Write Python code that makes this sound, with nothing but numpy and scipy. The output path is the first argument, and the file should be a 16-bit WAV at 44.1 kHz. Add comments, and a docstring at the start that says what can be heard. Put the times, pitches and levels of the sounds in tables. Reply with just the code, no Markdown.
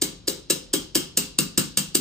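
"""Whisk on a steel bowl

Hard-walled kitchen, close pair of microphone ports: a wire whisk knocks ten times on a hand-held bowl's rim.
Several wires land within a few ms; each knock is shaped noise (snap) plus decaying sines (damped steel).
The bowl thuds on hand and counter in low decaying sines. Discrete early echoes, low standing waves and
a short tail of decaying noise answer from the room, over a quiet floor of low rumble and hiss."""
import sys
import numpy as np
from scipy import signal
from scipy.fft import rfft, irfft, next_fast_len
from scipy.io import wavfile

SR = 44100
rng = np.random.default_rng(int(sys.argv[2]) if len(sys.argv) > 2 else 0)


def inscribe(sig):
    """Save sig as 16-bit PCM at rate SR to the path in sys.argv[1].

    A 1-D sig is mono; a 2-D sig holds one channel per row.
    Samples are clipped to [-1, 1] before scaling.
    """
    pcm = np.round(np.clip(np.atleast_2d(sig).T, -1, 1) * 32767)
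    wavfile.write(sys.argv[1], SR, pcm.astype(np.int16))


N = 88464

# Quiet kitchen floor: (frequency [Hz], relative density [dB])
FLOOR_SPECTRUM = [(15, -30), (30, -13.5), (40, -3), (50, 0.5), (62, -9.5), (80, -7), (120, -9), (300, -12),
                  (700, -30), (2000, -35), (5000, -28.5), (10000, -51), (16000, -72)]
# Room tail: (frequency [Hz], t60 [s], relative level [dB], left-right likeness [-1..1])
ROOM_TAIL = [(118, 0.39, -2, 0.29), (278, 0.3, 1.5, 0.49), (650, 0.44, -7.5, 0.033),
             (1840, 0.31, 2.5, 0.033), (4270, 0.48, -10.5, 0.017), (7850, 0.26, -7.5, 0.58),
             (11900, 0.29, -25, 0.6), (16200, 0.18, 6, 0.13)]
# Early echoes off hard surfaces: (delay [s], level [dB], left minus right [dB])
EARLY_ECHOES = [(.003, -12.5, 0.5), (.006, -14.5, -1.5), (0.0112, -20.5, 14), (0.018, -18, 16),
                (.023, -52, -56)]
# Standing waves of the room: (frequency [Hz], relative level [dB], t60 [s])
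ROOM_MODES = [(147.5, -3.5, 0.35), (172.5, -5.5, 0.51), (198.5, 0.5, 0.28), (233, -7.5, 0.24),
              (299, -12, .4), (335, -14.5, 0.34), (408.2, 1.5, 0.29)]
# Rings of bowl and wires: (frequency [Hz], relative level [dB], t60 [s])
STEEL_MODES = [(1186, -24, 0.29), (1725, -1.5, 0.03), (2190, -9.5, 0.053), (2692, -5, 0.058),
               (2842, -5.5, 0.12), (3156, -9, .15), (3294, -20.5, 0.42), (3884, -0.5, 0.15),
               (4062, -9, 0.19), (4623, 5.5, 0.06), (4664, 9, 0.038), (5350, -5, .04), (5490, 6.5, 0.053),
               (6400, -5.5, 0.15), (6140, -14, 0.07), (7410, 17.5, 0.017), (7610, 9, 0.065),
               (8420, 11, 0.038), (7772, -3, 0.024), (8688, -9, 0.017), (12630, -7.5, 0.013),
               (15240, 15, 0.013)]
# Broad snap of the contacts: (frequency [Hz], relative density [dB])
SNAP_SPECTRUM = [(350, -38), (600, -14.5), (771, -10.5), (1520, -9.5), (1800, -17), (2450, -9), (2730, 0.5),
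                 (3560, 2), (4770, 8.5), (5960, 5.5), (7870, 11.5), (10800, 10), (15100, -1.5),
                 (16000, -45), (16700, -33)]
# Knocks on the rim, levels relative: (time [s], knock level [dB], thud pitch [Hz], thud level [dB],
# boom level [dB], upper thud level [dB], boom tilt [dB/octave], brightness tilt [dB/octave],
# wires land over [ms], last wire against first [dB], rebound delay [ms], rebound level [dB],
# first graze level [dB], then six ring-group levels [dB]); the landing spot changes which groups sound
RIM_KNOCKS = [(0.018, -8, 325, -17.5, -32, -26, 0, -3.5, 6, 0, 15, -17, -16, -30.5, -34, -28.5, -17, -14.5, -24),
              (0.277, -10.5, 373, -14.5, -36, -20, -3, -3, 7, 0, 12.3, -24, -13, -27, -33, -27.5, -13.5, -13.5, -16.5),
              (0.4994, -8, 362, -15, -34.5, -19, -12, -2, 6, -12, 5.9, 0.5, -37, -24.5, -26.5, -23.5, -15, -16.5, -15),
              (0.7354, -8.5, 328, -11.5, -34, -22.5, -7.5, -3, 3.9, 16, 10.6, -12, -8.5, -26, -32.5, -20, -18, -14, -18),
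              (0.9531, -7, 329, -14, -35, -24.5, -4.5, -2.5, 6, -17, 11, -9, -11, -25, -28, -19.5, -19.5, -13.5, -15.5),
              (1.1721, -6.5, 257, -20, -32, -25.5, -3.5, -2.5, 6.2, -8, 16, -32, -22, -27, -25, -29.5, -17.5, -12, -19),
              (1.3865, -8.5, 262, -12.5, -26, -23.5, -8, -1.5, 2.9, 12, 9.1, -16, -23, -19.5, -21.5, -28, -15.5, -9.5, -16),
              (1.5758, -6.5, 252, -12, -33.5, -24.5, -16, -2, 6, 8, 11.5, -39, -39, -20.5, -26.5, -28, -15.5, -12, -19),
              (1.7725, -7.5, 218, -21.5, -30.5, -26.5, -12, -2, 4.7, -1, 10.4, -8.5, -32, -24, -24, -24.5, -16.5, -13, -23),
              (1.948, -7.5, 312, -14, -34.5, -29, -3.5, -1, 7.95, 2, 14.8, -43, -16, -24.5, -24, -23.5, -18, -10.5, -23)]
# Phase between the two microphone ports: (frequency [Hz], left lead [rad])
MIC_PHASE = [(0, 0), (1640, 0.3), (2150, -0.0), (2840, 0.5), (3360, 1.6), (4650, 1.6), (4910, 0.2),
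             (5340, 1.4), (7150, -0.0), (9130, -1.4), (10400, -2.9), (11900, -3.4), (14000, -6.2),
             (16400, -6.3)]
# Balance between the two microphone ports: (frequency [Hz], left minus right [dB])
MIC_BALANCE = [(60, 1.5), (110, 3.0), (200, 2.5), (380, 3.0), (700, 2.5), (1290, 1.5), (2380, 1.5),
               (4400, 1.0), (8120, 0.5), (15000, 0.0)]
# Ring groups picked out by the landing spot: centres [Hz] and widths [octaves]
RING_GROUPS_HZ = [1400, 2760, 3280, 3950, 4680, 5400]
GROUP_OCTAVES = [.5, .1, .08, .1, .07, .07]

FLOOR_DB, FLOOR_LIKENESS = -50, 0.66
TAIL_RISE_S = 0.004
GRAZE_S, LEAD_S = .004, 0.00099  # graze ahead of main run; start of main run ahead of the listed time
BOOM_DB, BOOM_RISE_S, BOOM_SCATTER_DB = 7.5, 0.0057, 2.5
THUD_LAG_S, THUD_RISE_S, THUD_T60_S, THUD_DB = 0.002563, 0.0042, 0.015, 10
UPPER_HZ, UPPER_T60_S, UPPER_DB = 513.8, 0.043, 6.5
WIRES, WIRE_SCATTER_DB, CLATTER_DB = 5, 2.5, -15.5
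RING_RISE_S, RING_DB, MODE_SCATTER_DB = 0.0038, -3.5, 1.5
SNAP_RISE_S, SNAP_T60_S, SNAP_DB = 0.0005, .013, 15.5
SNAP_TO_ROOM_DB, THUD_TO_ROOM_DB = -7, 1.5
CUTOFF_HZ = 16800


def amp(db):
    """dB to gain."""
    return 10 ** (np.asarray(db) / 20)


def at_hz(points, hz, column=1):
    """Read a table on a log-frequency axis."""
    p = np.array(points, float)
    return np.interp(np.log(hz + 1), np.log(p[:, 0] + 1), p[:, column])


def shaped(x, response):
    """Multiply the spectrum by response(hz)."""
    n = x.shape[-1]
    return irfft(rfft(x) * response(np.fft.rfftfreq(n, 1 / SR)), n)


def stereo(mid, side, alike):
    """Two noises mixed to left and right with a given likeness."""
    return np.sqrt(1 + alike) * mid + np.sqrt(1 - alike) * side * [[1], [-1]]


def ringing(modes, offsets_db):
    """Sum of decaying sines, one for each resonance."""
    t = np.arange(SR // 2) / SR
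    total = 0
    for (hz, db, t60), offset_db in zip(modes, offsets_db):
        decay = amp(db + offset_db - 60 * t / max(t60, .005))
        total = total + decay * np.sin(2 * np.pi * hz * t)
    return total


def floor():
    """Low rumble and hiss of the house: steady noise, partly alike on left and right."""
    white = rng.standard_normal((2, N))
    mid, side = shaped(white, lambda hz: amp(at_hz(FLOOR_SPECTRUM, hz)))
    return amp(FLOOR_DB) * stereo(mid, side, FLOOR_LIKENESS) / mid.std() / np.sqrt(2)


def tail():
    """Stereo response of the room's tail, noise dying band by band, drawn afresh for each knock."""
    t = np.arange(SR // 2) / SR
    hz = np.fft.rfftfreq(len(t), 1 / SR)
    response, white = 0, rfft(rng.standard_normal((2, len(t))))
    for centre in 90 * 2 ** np.arange(0, 8, .5):  # half-octave steps, overlapping bands
        band = np.cos(np.pi * np.clip(np.log2(hz / centre + 1e-9), -.5, .5)) ** 2
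        mid, side = irfft(white * band, len(t))
        t60, db, alike = (at_hz(ROOM_TAIL, centre, column=c) for c in (1, 2, 3))
        rise = 1 - np.exp(-t / TAIL_RISE_S)
        fall = amp(db - 60 * t / t60) * np.sqrt(7 / t60 / SR)  # a longer decay starts lower
        response = response + rise * fall * stereo(mid, side, np.clip(alike, -1, 1))
    return response


def kitchen(direct, to_tail):
    """Direct sound with early echoes off the hard room, plus the diffuse tail."""
    early = np.zeros((2, SR // 2))
    early[:, 0] = 1
    for late, db, pan_db in EARLY_ECHOES:
        early[:, int(late * SR)] += amp(db + np.array([.5, -.5]) * pan_db)
    near = signal.fftconvolve(direct[None], early, axes=1)
    return near + signal.fftconvolve(to_tail[None], tail(), axes=1)


def time_after_push():
    """Seconds since the bowl began to push, zero before."""
    return np.maximum(np.arange(SR // 2) / SR - THUD_LAG_S - GRAZE_S, 0)


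def boom(knock):
    """Low standing waves of the room, swelling after the bowl's push and ringing down."""
    knock_db, boom_db, tilt_db = knock[1], knock[4], knock[6]
    lean_db = tilt_db * np.log2(np.array(ROOM_MODES)[:, 0] / 200)
    lean_db = lean_db + BOOM_SCATTER_DB * rng.standard_normal(len(ROOM_MODES))
    waves = np.roll(ringing(ROOM_MODES, lean_db), int(GRAZE_S * SR))
    swell = 1 - np.exp(-(time_after_push() / BOOM_RISE_S) ** 2)
    return amp(knock_db + boom_db + BOOM_DB) * waves * swell


def thud(knock):
    """The bowl is pushed against hand and counter: a few low swings with a higher partner."""
    knock_db, hz, thud_db, upper_db = knock[1], knock[2], knock[3], knock[5]
    t = time_after_push()
    rise = 1 - np.exp(-(t / THUD_RISE_S) ** 2)
    after = np.maximum(t - THUD_RISE_S, 0)
    low = -amp(thud_db + THUD_DB - 60 * after / THUD_T60_S) * np.sin(2 * np.pi * hz * t)
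    upper = amp(upper_db + UPPER_DB - 60 * after / UPPER_T60_S) * np.sin(2 * np.pi * UPPER_HZ * t)
    return amp(knock_db) * rise * (low + upper)


def landing_spot_db(hz, tilt_db, groups_db):
    """Colour of the landing spot: a brightness tilt and lifts or dips of the ring groups."""
    colour_db = tilt_db * np.log2(hz / 5000 + .01)
    lifts_db = groups_db - np.mean(RIM_KNOCKS, 0)[-len(groups_db):]  # against the average knock
    for lift_db, centre, width in zip(lifts_db, RING_GROUPS_HZ, GROUP_OCTAVES):
        colour_db = colour_db + lift_db * np.exp(-(np.log2(hz / centre + 0.03) / width) ** 2)
    return colour_db


def wire_contacts(spread_ms, fade_db, rebound_ms, rebound_db, graze_db):
    """Impulses of the wires landing one after another, in a graze, a main run and a rebound."""
    scatter_db = WIRE_SCATTER_DB * rng.standard_normal(WIRES)
    share = (np.arange(WIRES) + rng.random(WIRES)) / WIRES  # place of each wire within the run
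    hits = np.zeros(SR // 20)
    main_ms = GRAZE_S * 1000
    for late_ms, level_db in ((0, graze_db), (main_ms, 0), (main_ms + rebound_ms, rebound_db)):
        places = ((share * abs(spread_ms) + late_ms) * SR / 1000).astype(int)
        np.add.at(hits, places, amp(scatter_db + fade_db * share + level_db))
    return hits / np.linalg.norm(hits)


def clatter(knock):
    """Wire contacts snap as noise and ring the steel; also gives one clean contact for the tail."""
    tilt_db, spread_ms, fade_db, rebound_ms, rebound_db, graze_db, *groups_db = knock[7:]
    t = np.arange(SR // 2) / SR
    level = amp(knock[1] + CLATTER_DB)

    def snap_colour(hz):
        """Snap spectrum as heard from this landing spot."""
        return amp(at_hz(SNAP_SPECTRUM, hz) + SNAP_DB + landing_spot_db(hz, tilt_db, groups_db))

    spot_db = landing_spot_db(np.array(STEEL_MODES)[:, 0], tilt_db, groups_db)
    rings = ringing(STEEL_MODES, MODE_SCATTER_DB * rng.standard_normal(len(STEEL_MODES)) + spot_db)
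    rings = rings * amp(RING_DB) * (1 - np.exp(-t / RING_RISE_S))
    rings = np.roll(rings, int(GRAZE_S * SR))
    rebound_rings = amp(rebound_db) * np.roll(rings, int(rebound_ms * SR / 1000))

    hits = wire_contacts(spread_ms, fade_db, rebound_ms, rebound_db, graze_db)
    burst = (1 - np.exp(-t / SNAP_RISE_S)) ** 2 * amp(-120 * t / SNAP_T60_S)  # energy of one contact
    energy = signal.fftconvolve(hits ** 2, burst)[:len(t)]
    snap = shaped(rng.standard_normal(len(t)), snap_colour) * np.sqrt(np.abs(energy))

    click = shaped(signal.unit_impulse(len(t), int((LEAD_S + GRAZE_S) * SR)), snap_colour)
    click = click * amp(SNAP_TO_ROOM_DB) * np.sqrt(SNAP_T60_S * SR)
    return level * (snap + rings + rebound_rings), level * (click + rings)


def scene():
    """Ten knocks in the kitchen over its quiet floor."""
    out = floor()
    for knock in RIM_KNOCKS:
        wires, contact = clatter(knock)
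        push, waves = thud(knock), boom(knock)
        room = kitchen(wires + push, contact + amp(THUD_TO_ROOM_DB) * push)
        sound = room[:, :len(waves)] + waves
        start = int((knock[0] - LEAD_S - GRAZE_S) * SR)
        out[:, start:start + len(waves)] += sound[:, :N - start]
    return out


def record(dry):
    """Two close microphone ports differ in level and phase; a steep low-pass cuts the top."""
    half = np.array([[.5], [-.5]])  # each port takes half the difference
    padded = np.pad(dry, ((0, 0), (0, next_fast_len(N + 2000) - N)))  # silence against wrap-around

    def port_response(hz):
        """Level and phase of the left and right port."""
        return amp(half * at_hz(MIC_BALANCE, hz)) * np.exp(1j * half * at_hz(MIC_PHASE, hz))

    ports = shaped(padded, port_response)[:, :N]
    low_pass = signal.cheby2(12, 70, CUTOFF_HZ, fs=SR, output="sos")  # 70 dB down from the cutoff up
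    return signal.sosfilt(low_pass, ports)


dry = scene()
out = record(dry)
inscribe(out)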